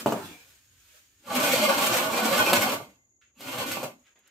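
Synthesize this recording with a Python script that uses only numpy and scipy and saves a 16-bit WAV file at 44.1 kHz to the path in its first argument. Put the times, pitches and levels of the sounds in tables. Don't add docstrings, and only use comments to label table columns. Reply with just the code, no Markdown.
import sys
import numpy as np
from scipy import signal
from scipy.fft import rfft, irfft, next_fast_len
from scipy.io import wavfile

SR = 44100
rng = np.random.default_rng(int(sys.argv[2]) if len(sys.argv) > 2 else 0)


def volts(x):
    e = np.asarray(x, float) / 20
    return 10 ** e


def dump_mix(stems):
    frames = np.atleast_2d(stems).T
    limited = np.clip(frames, -1, 1)
    pcm = np.round(limited * 32767).astype(np.int16)
    wavfile.write(sys.argv[1], SR, pcm)


N = 189718
GAIN_STEP = 8

# start_s, peak_db, crack_db (bright part minus peak)
KNOCKS = [(0.059, -13.5, -19), (0.069, -27.5, -11), (0.121, -16, -16), (2.5245, -16.5, -21.5),
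          (2.53, -14.5, 1), (2.802, -31, -29), (2.86, -54, -16), (3.405, -41, 2), (3.769, -26.5, -11),
          (3.829, -24, -19.5), (3.848, -43, -20)]
# pitch_hz, level_db, t60_s
SEAT_MODES = [(115, -19, .12), (150, -7, 0.13), (199, -8.5, 0.073), (228.6, 2.5, .15), (276, -2, 0.11),
              (303, -3, 0.26), (372, 2, 0.084), (565, -5.5, 0.065), (789, -7, .06), (880, -9, .05),
              (1420, -20, .06)]
# start_s, length_s, pitch_hz,
# level_db
CREAKS = [(.058, .025, 2900, -38), (.118, .02, 2900, -43), (.06, .12, 210, -35), (.2, .15, 280, -47),
          (0, .05, 200, -44), (.1, .25, 130, -50), (.19, .05, 1400, -50), (.16, .1, 250, -41),
          (1.17, .1, 280, -64), (3.362, .045, 230, -58), (3.38, .62, 250, -46), (2.78, .14, 250, -50),
          (.25, .2, 2330, -54), (.23, .12, 2650, -52), (.2, .17, 3400, -56), (.915, .07, 570, -68),
          (3.35, .05, 2700, -63), (3.21, .06, 2700, -69), (3.21, .04, 1500, -71)]
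# peak_s, level_db, swell_s, fade_s, dull_db (dull
RUSTLES = [(0.0, -39.5, .05, 0.031, 0.5), (.084, -48, .05, 0.17, 13), (.128, -59.5, 0.3, 0.027, -5.5),
           (.165, -62, .05, 0.17, 24), (.26, -54, 0.18, 0.19, -23), (.52, -65, 0.47, 0.15, -19),
           (.97, -61.5, 0.58, 0.16, -12.5), (1.27, -57.5, 0.044, 0.064, -4), (1.2, -72, .3, .1, -14.5),
           (2.95, -79.5, .1, 0.245, -1), (3.98, -76, .1, 0.37, -2)]
# frequency_hz, density_db (per Hz)
BAG_SPECTRUM = [(590, -30.5), (1000, -7), (1040, -7), (1480, 3), (1820, 4), (2020, 0.5), (2430, 4.5),
                (6120, -0.5), (6630, 1.5), (14900, -2.5), (15800, -10)]
# frequency_hz, density_db (per Hz)
AIR_SPECTRUM = [(40, -14.5), (110, -8.5), (280, 5), (700, -9), (1500, -21), (3000, -36), (6000, -31.5),
                (15800, -28)]
# peak_s, level_db, swell_s, fade_s
GUSTS = [(.09, -47.5, 0.068, .05), (.27, -55, .3, 0.18), (.53, -65.5, .4, .3), (.73, -59.5, .08, .3),
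         (1.19, -72, .2, .04), (1.45, -56, .3, .35), (1.72, -57, 0.062, .2), (2.15, -69, .4, .2),
         (2.27, -54.5, .08, .8), (2.59, -59.5, 0.52, 0.13), (3.58, -58, 0.16, 0.23),
         (3.98, -70, 0.072, 0.23)]
# time_s, weight_db (frame rumble), speed_db (grit hiss minus rumble)
DRAGS = [
    [(1.2, -77.5, -10.5), (1.235, -59, -9), (1.285, -30.5, -23.5), (1.34, -23.5, -16.5),
     (1.65, -22.5, -8.5), (2.08, -23.5, -18.5), (2.4, -19, -14.5), (2.68, -21.5, -16), (2.96, -76, -6)],
    [(3.33, -86, -12), (3.4, -46.5, -8.5), (3.48, -36.5, -11), (3.585, -27, -16), (3.66, -30.5, -12.5),
     (3.83, -36.5, -13.5), (3.92, -68, 2.4), (4.02, -92, -9)],
]
# landing_s, lift_db, jolt_db (frame), bite_db (grit)
SKIPS = [(1.352, -1, 3.7, 8), (1.522, 1.5, -0.5, 2), (1.686, -11.5, 4, -5), (1.761, -14.5, 0.2, -9.5),
         (1.814, 3, 1, 5.5), (1.969, 7, 1.8, 11), (2.089, -2, -1.9, -2), (2.212, -0.5, -0.5, 0),
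         (2.418, -4, -1.3, -4), (2.532, -1.5, -3, 2), (2.609, -1.5, 2.5, 4), (2.69, -3, -0.6, 7.9),
         (2.72, -8, 7.5, 5), (3.58, -0.5, 0, 2.5), (3.661, -8.5, -3, 1.8), (3.714, -1, -1.5, 6),
         (3.806, 0.5, 2.5, 3), (3.83, -3, 7.5, 4.5)]
# pitch_hz, width_hz, level_db
FRAME_LOW = [(202.6, 76.5, -9), (277, 63, -6.5), (344.5, 17, -8), (458, 181, -8), (473, 42, -4.5),
             (546, 110, -6), (630, 54, -3), (667, 37, -5), (805, 47, -8.5), (916, 77, -7.5),
             (1060, 130, -10), (1166, 53, -3), (1370, 160, -17), (1488, 69, -10.5), (1668, 190, -18.5)]
# pitch_hz, width_hz, level_db
FRAME_HIGH = [(2142, 34, 4.5), (2385, 110, -6.5), (2410, 32, 6.5), (2520, 160, -7), (2652, 100, 0.5),
              (3150, 290, -4), (3374, 89, -6), (4110, 98, -5.5), (4450, 160, -6.5), (4530, 86, -3),
              (4500, 50, -26), (5255, 59, -9)]
# frequency_hz, density_db (per Hz)
GRIT_SPECTRUM = [(880, -35.5), (1500, -2.5), (1580, -10), (1960, -10.5), (2100, -7), (2410, -6),
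                 (4430, -11), (5180, -13.5), (8230, -11.5), (10100, -15.5), (11800, -10.5), (14900, -18),
                 (15800, -23.5)]
# peak_s, level_db, swell_s, fade_s
BOOMS = [(1.33, -50.5, 0.098, 0.089), (1.42, -52, .04, 0.058), (1.556, -31, 0.021, 0.15),
         (1.918, -36, .08, 0.08), (2.07, -41.5, 0.075, 0.13), (2.25, -38.5, .08, .25),
         (2.38, -34.5, .1, .2), (2.57, -31, 0.081, 0.19), (2.8, -47, .15, 0.053), (3.48, -43, 0.073, 0.11),
         (3.59, -40, 0.087, .08), (3.7, -42, .05, .15)]
# start_s, length_s, pitch_hz, level_db
SINGS = [(1.316, 0.0079, 1488, -41.5), (1.532, 0.015, 533, -21), (1.593, 0.089, 604, -23),
         (1.675, 0.027, 566, -22.5), (1.642, 0.026, 1170, -24.5), (1.792, 0.013, 2410, -28),
         (2.13, 0.017, 2355, -30), (2.189, 0.073, 1488, -29), (2.267, 0.03, 2360, -28.5),
         (2.372, 0.053, 1488, -21), (2.453, .06, 2410, -26), (2.622, 0.016, 1488, -30)]
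# start_s, level_db
LET_GO = [
    (2.76, -67),
    (3.86, -82),
]
# pitch_hz, t60_s, level_db
FREE_TUBES = [(2071, 1.0, 0), (2078.6, 1.0, -1)]
# peak_s, level_db, swell_s, fade_s, dull_db (dull part minus level)
SHUFFLES = [
    (3.215, -70, 0.0025, 0.098, -18.5),
    (3.3, -90, .06, 0.024, -9),
    (4.07, -67, 0.044, 0.048, -13),
    (4.125, -78, 0.044, 0.019, 0),
    (4.158, -74, .004, 0.11, 5),
    (4.275, -72, 0.065, 0.11, -5),
]
# frequency_hz, density_db (per Hz)
SOLE_SPECTRUM = [(800, -34), (1300, -4), (2000, -0.5), (3300, -4.5), (4200, -13), (4900, -14), (9000, -20),
                 (15000, -29.5)]
# start_s, level_db
TICKS = [
    (4.105, -79.5),
    (4.19, -62),
    (4.275, -56),
]
# frequency_hz, likeness (-1 to 1)
ECHO_LIKENESS = [(60, 0.28), (150, 0.87), (380, 0.61), (950, 0.42), (2380, -.2), (6000, -0.38),
                 (15000, -0.34)]
# frequency_hz, tilt_db (left minus right)
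STEREO_TILT = [(60, -1.5), (150, 1.5), (380, 1.5), (950, -2.5), (2380, -1.5), (5980, 1), (15000, -4)]


def rms_one(x):
    return x / np.sqrt(np.mean(x ** 2) + 1e-20)


def band(x, low_hz, high_hz):
    return signal.sosfilt(signal.butter(2, [low_hz, high_hz], "band", fs=SR, output="sos"), x)


def at_hz(points, size):
    hz = np.maximum(np.arange(size // 2 + 1) * SR / size, 1)
    point_hz, value = np.array(points).T
    return np.interp(np.log(hz), np.log(point_hz), value)


def coloured(x, spectrum):
    size = next_fast_len(N)
    shaped = rfft(x, size) * volts(at_hz(spectrum, size))
    return rms_one(irfft(shaped, size)[..., :N])


def drift(rate):
    r = np.exp(-80 * np.pi * rate / SR)
    slow = signal.lfilter([1], [1, -2 * r, r * r], rng.standard_normal(N // 40 + 2002))[2000:]
    return np.interp(np.arange(N) / 40, np.arange(len(slow)), rms_one(slow))


def grains(per_s, spread_db):
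    sizes = volts(spread_db * np.minimum(rng.exponential(1, N), 5)) * rng.choice([-1, 1], N)
    return rms_one(sizes * (rng.random(N) < per_s / SR))


def resonate(x, hz, width_hz):
    r = np.exp(-np.pi * width_hz / SR)
    poles = [1, -2 * r * np.cos(2 * np.pi * hz / SR), r * r]
    return signal.lfilter([(1 - r * r) / 2, 0, (r * r - 1) / 2], poles, x + 1e-18)


def resonate_twice(x, hz, width_hz):
    return resonate(resonate(x, hz, width_hz), hz, width_hz)


def ring(blows, hz, t60_s):
    width_hz = np.log(1000) / np.pi / t60_s
    return resonate(blows, hz, width_hz) * SR / width_hz / np.pi


def die_away(clicks, t60_s):
    return signal.lfilter([1], [1, -volts(-60 / (t60_s * SR))], clicks)


def strikes(rows):
    out = np.zeros(N)
    for s, db in rows:
        out[round(s * SR)] = volts(db)
    return out


def swells(rows):
    t = np.arange(0, N, GAIN_STEP) / SR
    s, db, swell_s, fade_s = np.array(rows).T[:4, :, None]
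    drop_db = 20 * np.maximum((s - t) / swell_s, (t - s) / fade_s)
    return np.repeat(volts(db - drop_db), GAIN_STEP, axis=1)[:, :N]


def knocks():
    contact_hz = 1270
    held_from_s, held_db, held_under_hz = 1, -12, 400
    s, peak_db, crack_db = np.transpose(KNOCKS)
    at = np.round((s + 0.0014) * SR).astype(int)
    uneven_db = rng.normal(0, 2.8, (len(s), len(SEAT_MODES)))
    blows, cracks = np.zeros((2, N))
    blows[at] = volts(peak_db)
    cracks[at] = volts(peak_db + crack_db - 3.0)
    body = volts(-1.5) * ring(blows, 570, 0.0091)
    for k, (hz, db, t60_s) in enumerate(SEAT_MODES):
        grip_db = held_db * (s > held_from_s) * (hz < held_under_hz)
        strength = np.ones(N)
        strength[at] = volts(db - 19.5 + uneven_db[:, k] + grip_db)
        body += ring(blows * strength, hz, t60_s)
    cords = die_away(blows, 0.2) * rms_one(band(rng.standard_normal(N), 180, 1000))
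    dulling = signal.butter(4, contact_hz, fs=SR, output="sos")
    soft = signal.sosfilt(dulling, body + volts(-13.5) * cords)
    crack = die_away(cracks, 0.07) * coloured(rng.standard_normal(N), GRIT_SPECTRUM)
    return -band(soft, 110, 6000) + crack


def creaks():
    t, white, out = np.arange(N) / SR, rng.standard_normal(N), 0
    for s, length_s, hz, db in CREAKS:
        swell = np.sin(np.pi * np.clip((t - s) / length_s, 0, 1))
        out = out + volts(db) * swell * rms_one(resonate_twice(white, hz, 60 + 0.07 * hz))
    return out


def rustle(rows, spectrum, per_s):
    gains = swells(rows)
    crisp = coloured(grains(per_s, spread_db=2.0), spectrum) * gains.sum(axis=0) * volts(6.5)
    dull = rms_one(band(rng.standard_normal(N), 220, 1200))
    dull_db = np.array(rows)[:, 4] - 2.0
    return crisp + dull * (volts(dull_db) @ gains)


def outdoors():
    air_db, insect_db, calm_db = -80.5, -69.5, -89
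    mix = [[1, 0.45], [1, -0.41]]
    air = coloured(mix @ rng.standard_normal((2, N)), AIR_SPECTRUM) * volts(air_db)
    buzz = rng.standard_normal((2, N)) * volts(2.3 * drift(60))
    insects = rms_one(resonate_twice(buzz, hz=6700, width_hz=480)) * volts(insect_db)
    common, own = rng.standard_normal(N), rng.standard_normal((2, N))
    wind = rms_one(band(common + 0.2 * own, 55, 110))
    wind_gain = volts(calm_db) + volts(-7.0) * swells(GUSTS).sum(axis=0)
    return air + insects + wind * wind_gain


def drag_levels():
    t, out = np.arange(N) / SR, 0
    for rows in DRAGS:
        s, *columns = np.transpose(rows)
        out = out + np.array([np.interp(t, s, c, 0, 0) for c in columns])
    out[0][out[0] == 0] = -150
    return out


def skips():
    lift_s, jolt_s, bite_s, frame_lift_share = 0.033, 0.059, 0.034, 0.44
    s, lift_db, jolt_db, bite_db = np.array(SKIPS).T[:, :, None]
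    since = np.arange(0, N, GAIN_STEP) / SR - s
    before, after = since < 0, since >= 0
    lift = np.sum(lift_db * np.exp(-abs(since) / lift_s) * before, axis=0)
    jolt = np.sum(jolt_db * np.exp(-abs(since) / jolt_s) * after, axis=0)
    bite = np.sum(bite_db * np.exp(-abs(since) / bite_s) * after, axis=0)
    return np.repeat([frame_lift_share * lift + jolt, lift + bite], GAIN_STEP, axis=1)[:, :N]


def frame(grit, gain, modes, patchy_db, rate):
    total, steady_total = 0, 0
    for k, (hz, width_hz, db) in enumerate(modes):
        push = (-1) ** k * volts(db + patchy_db * drift(rate)) * grit
        steady_total = steady_total + resonate(push, hz, width_hz)
        total = total + resonate(push * gain, hz, width_hz)
    return total / np.std(steady_total)


def drags():
    ring_over_hiss_db, ring_bite_share, thrum_db = 7, 0.19, -34
    weight_db, speed_db = drag_levels()
    jolt_db, bite_db = skips()
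    rumble_db = weight_db + jolt_db
    hiss_db = weight_db + speed_db + bite_db
    ring_db = weight_db + speed_db + ring_over_hiss_db + ring_bite_share * bite_db
    boom = volts(rumble_db + thrum_db) + swells(BOOMS).sum(axis=0)
    judder = volts(1.0 * drift(42))
    grit = grains(per_s=4000.0, spread_db=3.0) * judder
    low = frame(grit, volts(rumble_db - 2.5), FRAME_LOW, patchy_db=1.6, rate=16.0)
    high = frame(grit, volts(ring_db - 3.0), FRAME_HIGH, patchy_db=1.6, rate=18.0)
    rasp = rms_one(band(grit, 200, 1600)) * volts(rumble_db - 10.0)
    thrum = rms_one(resonate_twice(grit, hz=132, width_hz=60)) * boom * volts(-8.0)
    scratch = volts(2.1 * drift(25))
    fine_grit = coloured(grains(per_s=12000.0, spread_db=2.5), GRIT_SPECTRUM)
    hiss = fine_grit * scratch * volts(hiss_db + 9.0)
    return low + high + rasp + thrum + hiss


def sings():
    t, out = np.arange(N) / SR, np.zeros(N)
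    wobble = np.cumsum(3.6 * drift(39)) / SR
    flutter = volts(0.42 * drift(40))
    for s, length_s, hz, db in SINGS:
        swell = np.sin(np.pi * np.clip((t - s) / length_s, 0, 1)) ** 2
        out += volts(db + 0.5) * swell * np.sin(2 * np.pi * (hz * t + wobble))
    return out * flutter


def free_tubes():
    let_go = strikes(LET_GO)
    tubes = sum(volts(db) * ring(let_go, hz, t60_s) for hz, t60_s, db in FREE_TUBES)
    return tubes * np.array([[1.0], [-1.0]])


def ticks():
    bright = rms_one(band(rng.standard_normal((2, N)), 6000, 15000))
    return die_away(strikes(TICKS), 0.046) * bright


def porch(direct, sent):
    porch_t60_s, move_s = 0.15, 0.08
    yard_t60_s, yard_db, yard_cut_hz = 0.55, -26, 1300
    hop, size = round(move_s * SR), 2 ** 15
    sign = np.array([[1], [-1]])
    t = np.arange(SR // 2) / SR
    near = volts(-60 * t / porch_t60_s) * (t > 0.003)
    far = volts(yard_db - 60 * t / yard_t60_s)
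    dull = signal.butter(2, yard_cut_hz, fs=SR, output="sos")
    alike = np.clip(1.985 * at_hz(ECHO_LIKENESS, size) - 0.5, -0.5, 1)
    tilt = volts(sign * at_hz(STEREO_TILT, size) / 2)
    out = np.zeros((2, N + hop + size))
    window = np.hanning(2 * hop + 1)[:-1]
    direct, sent = [np.pad(x, (hop, 2 * hop)) for x in (direct, sent)]
    for i in range(0, N + hop, hop):
        white = rng.standard_normal((2, len(t)))
        tail = white * near + signal.sosfilt(dull, white * far)
        mid, side = rfft(tail / np.linalg.norm(near), size)
        echo = (np.sqrt(1 + alike) * mid + sign * np.sqrt(1 - alike) * side) / np.sqrt(2)
        pieces = [direct[i:i + 2 * hop] * window, sent[i:i + 2 * hop] * window]
        straight, bounced = rfft(pieces, size)
        out[:, i:i + size] += irfft((straight + bounced * echo) * tilt, size)
    return out[:, hop:hop + N]


def scene():
    drag_echo_db, knock_echo_db = 3.5, 0
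    spread = drags() + rustle(RUSTLES, BAG_SPECTRUM, per_s=8100.0) + creaks()
    spread = spread / np.sqrt(1 + volts(2 * drag_echo_db))
    close = knocks() + sings() + rustle(SHUFFLES, SOLE_SPECTRUM, per_s=11000.0)
    heard = porch(spread + close, volts(drag_echo_db) * spread + volts(knock_echo_db) * close)
    return heard + free_tubes() + ticks() + outdoors()


def top_cut(x):
    return signal.sosfilt(signal.butter(12, 15910, fs=SR, output="sos"), x)


def record(dry):
    hiss_db, top_hz = -95, 15950
    noisy = dry + volts(hiss_db) * rng.standard_normal(dry.shape)
    dipped = noisy - 0.62 * resonate(noisy, hz=9990, width_hz=1700)
    cut = signal.sosfilt(signal.cheby2(16, 40, top_hz, fs=SR, output="sos"), dipped)
    return top_cut(cut)


dry = scene()
out = record(dry)
dump_mix(out)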